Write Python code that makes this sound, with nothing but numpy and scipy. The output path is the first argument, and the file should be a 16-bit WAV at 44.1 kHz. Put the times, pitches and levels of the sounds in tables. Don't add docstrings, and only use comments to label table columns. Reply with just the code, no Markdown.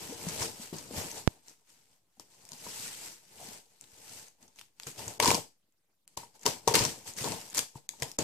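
import sys
import numpy as np
from scipy import signal
from scipy.fft import rfft, irfft, next_fast_len
from scipy.io import wavfile
from scipy.ndimage import uniform_filter1d

SR = 44100
rng = np.random.default_rng(int(sys.argv[2]) if len(sys.argv) > 2 else 0)


def wav_out(sig):
    wavfile.write(sys.argv[1], SR, np.round(np.clip(np.atleast_2d(sig).T, -1, 1) * 32767).astype(np.int16))


def boost_factor(decibels):
    exponent = np.asarray(decibels, float) / 20
    return 10 ** exponent


N = 362943

# freq_hz, density_db_per_hz
HUSH_SPECTRUM = [(18, -30), (50, -8), (75, -5.5), (140, -3), (290, -6), (901, -11.5), (1740, -15),
                 (16400, -17.5)]
# freq_hz, likeness_0_to_1
LIKENESS = [(100, 0.92), (600, 0.66), (1100, 0.34), (1600, 0.072), (3000, 0.14), (7000, 0.012)]
# freq_hz, left_minus_right_db
LEAN = [(60, 4), (180, 4), (550, 6), (1650, 4), (4970, 4), (15000, -3.5)]
# freq_hz, density_db_per_hz
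FILM_SPECTRUM = [(760, -16), (1350, -9), (2630, -5.5), (3640, -7), (4540, -4), (7430, -2), (14700, -15),
                 (16000, -38.5)]
# freq_hz, width_hz, level_db
FILM_SHEEN = [(8140, 620, -4), (12100, 2500, -3.5)]
# freq_hz, width_hz, level_db
BOX_MODES = [(440, 69, -0.5), (690, 290, -3), (890, 110, 2), (1040, 44, -4.5)]
# freq_hz, width_hz, level_db
WALL_MODES = [(84.6, 61, -6.5), (124, 73, -1.5), (187, 43, -0.5), (300, 218, -6.5)]
# freq_hz, width_hz, level_db
TAUT_MODES = [(452, 45, -7), (935, 80, 0), (1070, 90, -3)]
# peak_s, hiss_db, rise_s_per_20db, fall_s_per_20db, box_weight_db
TURNING = [(.05, -46, 1, 0.48, 1.5), (.33, -40, 0.36, 0.32, 1.5), (.424, -31.5, 0.064, 0.091, 2.5),
           (.63, -44.5, 0.13, 0.14, -4), (.78, -50, 0.11, 0.24, -6.5), (0.984, -36.5, 0.1, 0.2, 3.5),
           (1.1, -47, .1, 0.075, -8.5), (1.18, -42, 0.12, 0.076, 0.5), (1.309, -58.5, .1, 0.13, 5.5)]
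# peak_s, hiss_db, rise_s_per_20db, fall_s_per_20db, box_weight_db
RUBBING = [(1.493, -57, 0.076, 0.087, -1.5), (1.699, -62.5, 0.063, 0.23, -5), (1.6, -73.5, 0.092, .1, 3),
           (1.82, -72.5, 0.13, 0.3, 1), (1.93, -69.5, 0.093, .08, 2), (2.23, -70, 0.16, 0.08, -3),
           (2.33, -64.5, 0.15, 0.28, 1.5), (2.44, -66, 0.13, 0.17, 18), (2.535, -57, 0.063, 0.11, 14),
           (2.661, -49, 0.09, 0.48, 5), (2.855, -42, 0.37, 0.13, -7), (3.058, -45.5, 0.4, 0.15, -5),
           (3.431, -51.5, 0.16, 0.23, 2.5), (3.545, -49.5, 0.34, 0.085, -0.5), (3.72, -69, 0.069, 0.18, 1),
           (3.94, -72.5, 0.038, 0.049, 8), (4.101, -53.5, 0.042, 0.21, -4), (4.19, -50.5, 0.42, 0.12, -1),
           (4.27, -62, .1, 0.041, -4), (4.429, -63, 0.056, 0.14, 5.5), (4.596, -58, 0.064, 0.093, -2)]
# peak_s, hiss_db, rise_s_per_20db, fall_s_per_20db, box_weight_db
PULLING = [(4.842, -55.5, 0.067, 0.13, -4.5), (4.992, -43, 0.026, 0.14, 0), (5.098, -47.5, 0.22, 0.12, 2.5),
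           (5.228, -26.5, 0.01, 0.1, 0), (5.285, -27.5, 0.062, .1, 6.5), (5.341, -36, 0.13, 0.093, 2.5),
           (6.14, -75, .1, 0.066, 0), (6.199, -51, 0.029, 0.098, 2.5), (6.356, -60, 0.026, 0.046, 2.5),
           (6.41, -66.5, 0.045, .05, 4), (6.441, -50, 0.03, 0.053, -3), (6.655, -67, .08, 0.053, 8),
           (6.53, -48.5, 0.027, 0.077, -4), (6.83, -32.5, 0.13, 0.097, 3), (7.08, -41.5, 0.038, 0.066, -5),
           (7.186, -38, 0.025, 0.23, -9.5), (7.262, -37, .1, 0.18, 8), (7.42, -52, 0.36, 0.35, -5),
           (7.583, -32.5, 0.053, 0.067, -5.5), (7.02, -59, 0.091, 0.078, 1),
           (7.766, -54, 0.023, 0.053, 1.5), (7.85, -75.5, .08, 0.15, 4), (8.006, -55, 0.032, 0.087, 6),
           (8.09, -53.5, 0.11, 0.075, 2), (8.212, -48, 0.02, .25, -3)]
# wall_boom_db, box_drum_db, brightness_db, swell_roundness
STROKE_FEEL = [
    (-6.5, -8.5, -5, 0.91),
    (-8.5, -9.5, -5, 1.35),
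    (-6, -5.5, -5, 1.25),
]
# start_s, hiss_db, fall_s_per_20db (sign ignored), wall_boom_db, box_drum_db
JERKS = [(.73, -48, 0.31, 11.5, -5.5), (2.199, -54, 0.06, -5, -6.5), (3.819, -60, 0.1, -3.5, -12),
         (4.803, -64.5, 0.5, -14, -10.5), (4.869, -40, 0.0734, -4.5, -15.5),
         (5.201, -29.5, -0.0557, -7, 1.5), (6.079, -74.5, -3, -7, -17), (6.172, -41, 0.03, -6, -1.5),
         (6.457, -28, 0.09, -5, 0), (6.676, -32, 0.1446, -10, 6.5), (6.703, -46, 0.16, -1, 8),
         (6.746, -23.5, 0.1554, -4.5, -8), (7.547, -42, 0.0848, -30, -4), (7.894, -59.5, 0.5, -4.5, -10),
         (8.024, -39.5, 0.06, -0.5, 2), (8.188, -35.5, 0.16, 1.5, 3.5)]
# freq_hz, t60_s
ROOM_DECAY = [(150, 0.21), (1000, 0.2), (5000, 0.28), (14000, 0.26)]
# start_s, peak_db, wall_hz
BUMPS = [(0.095, -36.5, 251), (0.11, -35.5, 285), (0.124, -33, 470), (0.267, -25, 176), (0.402, -35, 89),
         (0.597, -36, 226), (0.7309, -33.5, 158), (0.9118, -38.5, 265), (0.935, -32.5, 217),
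         (0.975, -30, 93), (2.177, -56, 232), (2.518, -46, 158), (3.413, -42.5, 690), (3.484, -40.5, 217),
         (3.927, -56.5, 89), (4.424, -54, 235), (4.866, -39, 137), (4.982, -44, 118), (5.069, -36, 110),
         (6.686, -25, 129.5), (6.676, -17.5, 457), (6.713, -22, 450), (6.744, -17.5, 468),
         (6.808, -19, 126), (6.861, -30.5, 140), (7.211, -31.5, 126), (7.241, -31, 470),
         (7.755, -36.5, 130.5), (8.023, -31, 137), (8.189, -28.5, 322)]
# start_s, peak_db, flap_hz
FLAP_BLOWS = [
    (2.171, -62, 765),
    (2.666, -37, 956),
    (2.667, -41, 195),
    (5.894, -76, 900),
    (6.768, -24.5, 455),
    (6.233, -39.5, 940),
    (7.06, -47, 875),
    (7.756, -40, 910),
    (7.936, -47.5, 902),
    (7.952, -64, 865),
              (3.398, -49, 700), (3.428, -44.5, 690), (5.198, -25, 598), (5.222, -26.5, 455), (5.229, -22, 974),
          (5.237, -22.5, 960), (5.248, -20, 985), (6.6765, -24.5, 797), (6.682, -23, 910),
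          (5.245, -26, 608), (5.276, -20.5, 269), (5.304, -24, 800), (5.34, -26, 215), (6.459, -24.5, 436),
          (6.499, -45, 493), (6.711, -30, 918), (6.726, -35, 900), (6.75, -23, 877), (6.804, -31.5, 942),
          (6.806, -36, 533), (6.845, -32, 501), (7.275, -29, 900), (7.318, -36, 500)]
# start_s, peak_db
CREASES = [(0.097, -37), (0.2866, -23.5), (0.4185, -31), (0.765, -34), (0.7836, -29.5), (0.8585, -51),
           (0.9822, -37), (1.068, -34), (1.114, -28), (1.174, -37), (1.482, -36.5), (1.4954, -43),
           (1.701, -49), (2.345, -50), (2.583, -43.5), (2.718, -37.5), (4.0788, -40), (4.2659, -48),
           (4.282, -40), (4.4268, -44.5), (4.4787, -48), (4.559, -46.5)]
# start_s, peak_db
THREADS = [(4.823, -44.5), (4.8688, -32), (4.9142, -36), (4.982, -37), (5.0788, -24), (5.7226, -64),
           (6.3933, -46), (6.4116, -45), (6.4319, -39), (7.0691, -36), (7.1358, -35), (7.1658, -33),
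           (7.1867, -33), (7.4995, -34), (7.5707, -20), (7.9997, -40), (8.1868, -15), (8.191, -25)]
# knock_re_snap_db, centre_hz, centre_scatter_share
SMALL_SNAP_KINDS = [
    (-22, 6200, 0.033),
    (-29, 6700, 0.033),
]
# start_s, peak_db, knock_re_snap_db, centre_hz
CRACKS = [(5.1998, -9.5, -4, 2780), (5.225, -17, -10, 4690), (5.2458, -11, -8.5, 4500),
          (5.257, -10, -2, 4500), (5.2767, -9.5, -14, 4530), (5.2862, -20.5, -20, 4850),
          (5.3043, -10, -10, 2640), (5.3133, -12.5, -3.5, 7100), (5.3448, -13, -7.5, 5700),
          (5.3503, -17, -31, 5580), (6.1727, -25, -3.5, 6700), (6.4623, -7, -10.5, 5930),
          (6.6762, -10.5, -1, 5030), (6.6789, -17.5, -12.5, 5500), (6.6826, -13.5, -8.5, 5500),
          (6.7385, -16.5, -12, 4500), (6.7407, -13, -18, 5000), (6.743, -10, -15, 4230),
          (6.7526, -6.5, -29, 2820), (6.756, -14.5, -29, 2900), (6.7602, -13, -27.5, 2700),
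          (6.7901, -13, -27, 5560), (6.8502, -13.5, -14.5, 5900), (7.2422, -21.5, -8.5, 4670),
          (7.3194, -23.5, -6, 5960), (8.0212, -18.5, -18, 5200), (8.0282, -24.5, -10, 3040),
          (8.0313, -21.5, -22, 6800)]
# start_s, peak_db, knock_re_snap_db, centre_hz
TICKS = [(2.1965, -33, -30, 6450), (2.4515, -38, -30, 7000), (2.489, -34.5, -30, 7500),
         (2.518, -28.5, -19, 6160), (2.5315, -30.5, -22, 4960), (2.546, -44, -30, 7500),
         (2.598, -46, -30, 6500), (3.8103, -32.5, -31, 7300), (3.8397, -42, -30, 3200),
         (4.5873, -37.5, -30, 2800), (4.5922, -34, -35, 2500), (4.612, -31.5, -31, 2680),
         (4.798, -28.5, -23.5, 2370), (4.8325, -31, -29, 4500), (6.0768, -35, -35, 8080),
         (7.403, -35, -30, 6840), (7.413, -30.5, -30, 5800), (7.506, -36, -30, 6500),
         (7.5467, -21, -17, 6040), (7.5545, -26.5, -29, 6140), (7.5776, -12.5, -18, 6440),
         (7.5813, -12, -29, 5500), (7.5902, -11, -31, 5000), (7.89, -19.5, -33, 6700),
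         (7.8902, -38.5, -35, 1980), (8.115, -28, -29, 6000), (8.023, -20, -30, 1980)]
# rustle_re_crack_db, broad_share, width_share_of_centre
SNAP_TONES = [
    (-12.5, 0.16, 0.17),
    (-12.5, 0.42, 0.3),
    (-18, 0.34, 0.54),
]
# start_s, peak_db, swing_hz
THUDS = [(.727, -30.5, 271), (0.9087, -34.5, 420), (2.198, -45, 830), (2.666, -38.5, 538),
         (5.284, -21.5, 260), (5.3141, -17.5, 521), (6.814, -29.5, 200.5), (8.023, -27, 480),
         (8.188, -27.5, 380), (8.1915, -27, 328), (6.681, -24.5, 464), (7.757, -43, 262), (6.174, -46, 110)]
# start_s, end_s, depth_db
DUCKS = [
    (5.183, 5.193, -28),
    (6.057, 6.072, -14),
    (6.161, 6.168, -14),
    (6.441, 6.45, -10),
    (6.731, 6.739, -8),
    (7.533, 7.541, -10),
    (7.872, 7.885, -16),
    (8.17, 8.183, -22),
]


def unit(x):
    return x / np.sqrt(np.mean(x ** 2) + 1e-20)


def along(points, hz):
    freq_hz, value = np.transpose(points)
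    return np.interp(np.log(hz + 1), np.log(freq_hz + 1), value)


def filtered(x, response):
    m = next_fast_len(N + SR // 2)
    return irfft(rfft(x, m) * response(np.fft.rfftfreq(m, 1 / SR)), m)[..., :N]


def resonance(f, hz, width_hz):
    return 1j * f * width_hz / (hz * hz - f * f + 1j * f * width_hz)


def modes(table):
    def response(f):
        return sum((-1) ** k * boost_factor(db) * resonance(f, hz, width_hz)
                   for k, (hz, width_hz, db) in enumerate(table))
    return response


def stereo_noise(patchy_db):
    z = signal.stft(rng.standard_normal((2, N + 512)), nperseg=256)[2]
    field = uniform_filter1d(rng.standard_normal(z.shape[1:]), size=7, axis=0)
    field = uniform_filter1d(field, size=6, axis=1)
    pair = signal.istft(z * boost_factor(patchy_db * unit(field)), nperseg=256)[1][:, :N]

    def mid_side(hz):
        angle = np.arccos(np.clip(along(LIKENESS, hz), 0, 1)) / 2
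        return np.array([np.cos(angle), np.sin(angle)])

    mid, side = filtered(pair, mid_side)
    return np.array([mid + side, mid - side])


def hush():
    noise = filtered(stereo_noise(patchy_db=3.0), lambda f: boost_factor(along(HUSH_SPECTRUM, f)))
    return boost_factor(-78.5) * unit(noise)


def slips(rate_hz, spread_db, life_s, smooth):
    chance, size = rng.random((2, N))
    impulses = (chance < rate_hz / SR) * boost_factor(-spread_db * np.log(size + 0.021))
    return smooth + unit(signal.lfilter([1], [1, -np.exp(-1 / (life_s * SR))], impulses))


def stroke_curves():
    rows = []
    for table, (boom_db, drum_db, bright_db, roundness) in zip([TURNING, RUBBING, PULLING], STROKE_FEEL):
        for s, db, rise_s, fall_s, weight_db in table:
            rows.append((s, db, rise_s, fall_s, roundness, boom_db + weight_db, drum_db + weight_db, bright_db))
    jerk_rise_s, jerk_roundness, jerk_bright_db = .003, 1.02, -6.5
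    for s, db, fall_s, boom_db, drum_db in JERKS:
        rows.append((s, db, jerk_rise_s, fall_s, jerk_roundness, boom_db, drum_db, jerk_bright_db))
    t = np.arange(0, N / SR, .001)
    s, db, rise_s, fall_s, roundness, *feel = np.transpose(rows)[..., None]
    away = np.where(t < s, (s - t) / np.abs(rise_s), (t - s) / np.abs(fall_s))
    power = boost_factor(np.maximum(db - 20 * away ** roundness, -130)) ** 2
    total = power.sum(axis=0)
    curves = [10 * np.log10(total)] + [(power * c).sum(axis=0) / total for c in feel]
    return [np.interp(np.arange(N) / SR, t, c) for c in curves]


def strokes():
    hiss_db, boom_db, drum_db, bright_db = stroke_curves()
    grain = slips(rate_hz=600, spread_db=2.6, life_s=.0007, smooth=2.5)
    film = unit(filtered(grain * stereo_noise(patchy_db=1.5), lambda f: boost_factor(along(FILM_SPECTRUM, f))))
    high = filtered(film, lambda f: 1 / (1 + (7000 / (f + 1)) ** 6))
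    sheen = filtered(film, lambda f: sum(boost_factor(db) * np.abs(resonance(f, hz, width_hz)) ** 2
                                         for hz, width_hz, db in FILM_SHEEN))
    shake = slips(rate_hz=74, spread_db=3, life_s=.005, smooth=2.6) * stereo_noise(patchy_db=1.5)
    pull = np.clip((hiss_db + 43) / 12, 0, 1)
    hiss = film + (boost_factor(bright_db + 2.5) - 1) * high + (1 - pull) * sheen
    slack_drum = np.sqrt(1 - pull) * unit(filtered(shake, modes(BOX_MODES)))
    taut_drum = boost_factor(-2) * np.sqrt(pull) * unit(filtered(shake, modes(TAUT_MODES)))
    boom = unit(filtered(stereo_noise(patchy_db=2), modes(WALL_MODES)))
    out = boost_factor(hiss_db + 0.5) * hiss
    out += boost_factor(hiss_db + drum_db - 1.27) * (slack_drum + taut_drum)
    return out + boost_factor(hiss_db + boom_db - 2.0) * boom


def room(x):
    _, t, z = (hz_t_z := signal.stft(rng.standard_normal((2, SR // 2)), SR, nperseg=256))
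    decay = boost_factor(-60 * t / along(ROOM_DECAY, hz_t_z[0])[:, None])
    tail = signal.istft(z * decay, SR, nperseg=256)[1]
    delayed = np.pad(x, ((0, 0), (200, 0)))
    return signal.fftconvolve(delayed, tail / np.linalg.norm(tail[0]), axes=1)[:, :N]


def converter_offset(dry):
    power = np.abs(uniform_filter1d(dry[0] ** 2, size=1000))
    level_db = 10 * np.log10(power + 1e-12)
    level_db = signal.lfilter([5e-4], [1, 5e-4 - 1], level_db + 45) - 45
    quiet_db, offset_quiet, offset_per_db = -82, 1e-4, 8e-6
    return -offset_quiet - offset_per_db * np.clip(level_db - quiet_db, 0, 45)


def bumps():
    out, t = np.zeros(N + SR), np.arange(SR // 8) / SR
    for s, db, hz in BUMPS + FLAP_BLOWS:
        swing = np.sin(2 * np.pi * hz * t) * (1 - np.exp(-t * hz / 0.52))
        swing *= boost_factor(-60 * t / (0.021 + 8 / hz))
        push = 0.5 * np.sin(2 * np.pi * 600 * t) * boost_factor(-60 * t / 0.0077)
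        out[round(s * SR):][:len(t)] += boost_factor(db + 1.0) * (swing + push)
    return out[:N]


def snap_rows():
    knock_scatter_db, pan_mean_db, pan_scatter_db = 4, 4, -1
    small = []
    for table, (knock_db, hz, scatter) in zip([CREASES, THREADS], SMALL_SNAP_KINDS):
        for s, db in table:
            a, b = rng.standard_normal(2)
            small.append((s, db, knock_db + knock_scatter_db * a, hz * np.exp(scatter * b)))
    rows = []
    for table, tone in zip([small, CRACKS, TICKS], SNAP_TONES):
        for row in table:
            rows.append((*row, tone, pan_mean_db + pan_scatter_db * rng.standard_normal()))
    return rows


def snaps():
    t = np.arange(SR // 12) / SR
    f = np.fft.rfftfreq(len(t), 1 / SR)
    onset = np.exp(-2j * np.pi * f * .0009)
    crack, blows = np.zeros((2, N + SR)), np.zeros(N + SR)
    for s, db, knock_db, hz, (rustle_db, broad, width), pan_db in snap_rows():
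        noise = rng.standard_normal((3, len(t)))
        tick = boost_factor(-60 * t / .0022)
        rustle = boost_factor(rustle_db - 60 * t / .022) * (1 - np.exp(-t / .0006))
        burst = (1.3 * noise[:2] + noise[2]) * (tick + rustle)
        colour = boost_factor(along(FILM_SPECTRUM, f) * .7) * (broad + resonance(f, hz, width * hz))
        echo_s = rng.uniform(.0003, .0008, size=(2, 1))
        echo = 1 - .7 * np.exp(-2j * np.pi * f * echo_s)
        burst = irfft(rfft(burst) * echo * colour * onset, len(t)) * (t < .07)
        burst /= np.abs(burst).max(axis=1, keepdims=True)
        side_db = np.clip(pan_db - 2.5, -8, 8) / 2
        gain = boost_factor(db + 0.2 + np.array([[side_db], [-side_db]]))
        crack[:, round(s * SR):][:, :len(t)] += gain * burst
        blows[round((s + .0007) * SR)] += boost_factor(db + knock_db + 35.0)
    return crack[:, :N] + filtered(blows[:N], modes(TAUT_MODES[1:]))


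def thuds():
    out, t = np.zeros(N + SR), np.arange(SR // 50) / SR
    for s, db, hz in THUDS:
        cycles = np.clip(t * hz, 0, 1.25)
        window = np.sin(np.pi * cycles / 1.25) ** .5
        out[round(s * SR):][:len(t)] += boost_factor(db) * np.sin(2 * np.pi * cycles) * window
    return out[:N]


def pop():
    start_s, drain_hz, size = 1.27602, 95, .8
    step = size * np.clip((np.arange(N) / SR - start_s) * SR / 2, 0, 1)
    right = signal.lfilter(*signal.butter(2, drain_hz, "high", fs=SR), step)
    return np.array([0 * step, right])


def ducked(x):
    lost = np.zeros(N)
    for start_s, end_s, depth_db in DUCKS:
        lost[round(start_s * SR):round(end_s * SR)] = 1 - boost_factor(depth_db)
    treble = filtered(x, lambda f: 1 / (1 + (1300 / (f + 1)) ** 4))
    x = x - uniform_filter1d(lost, size=60) * treble
    top = filtered(x, lambda f: 1 / (1 + (6500 / (f + 1)) ** 8))
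    return x - uniform_filter1d(.8 * (lost > .65), size=60) * top


def scene():
    parcel = strokes() + bumps() + thuds() + snaps()
    parcel = filtered(parcel, lambda f: boost_factor(np.array([[.5], [-.5]]) * along(LEAN, f)))
    return parcel + boost_factor(-10.5) * room(parcel) + hush()


def low_pass(x):
    return signal.sosfilt(signal.butter(12, 16530, fs=SR, output="sos"), x)


def record(dry):
    x = ducked(dry + pop())
    x = filtered(x, lambda f: (f < 16600) * (.08 + .92 / (1 + (f / 15400) ** 80)))
    return low_pass(x + converter_offset(dry))


dry = scene()
out = record(dry)
wav_out(out)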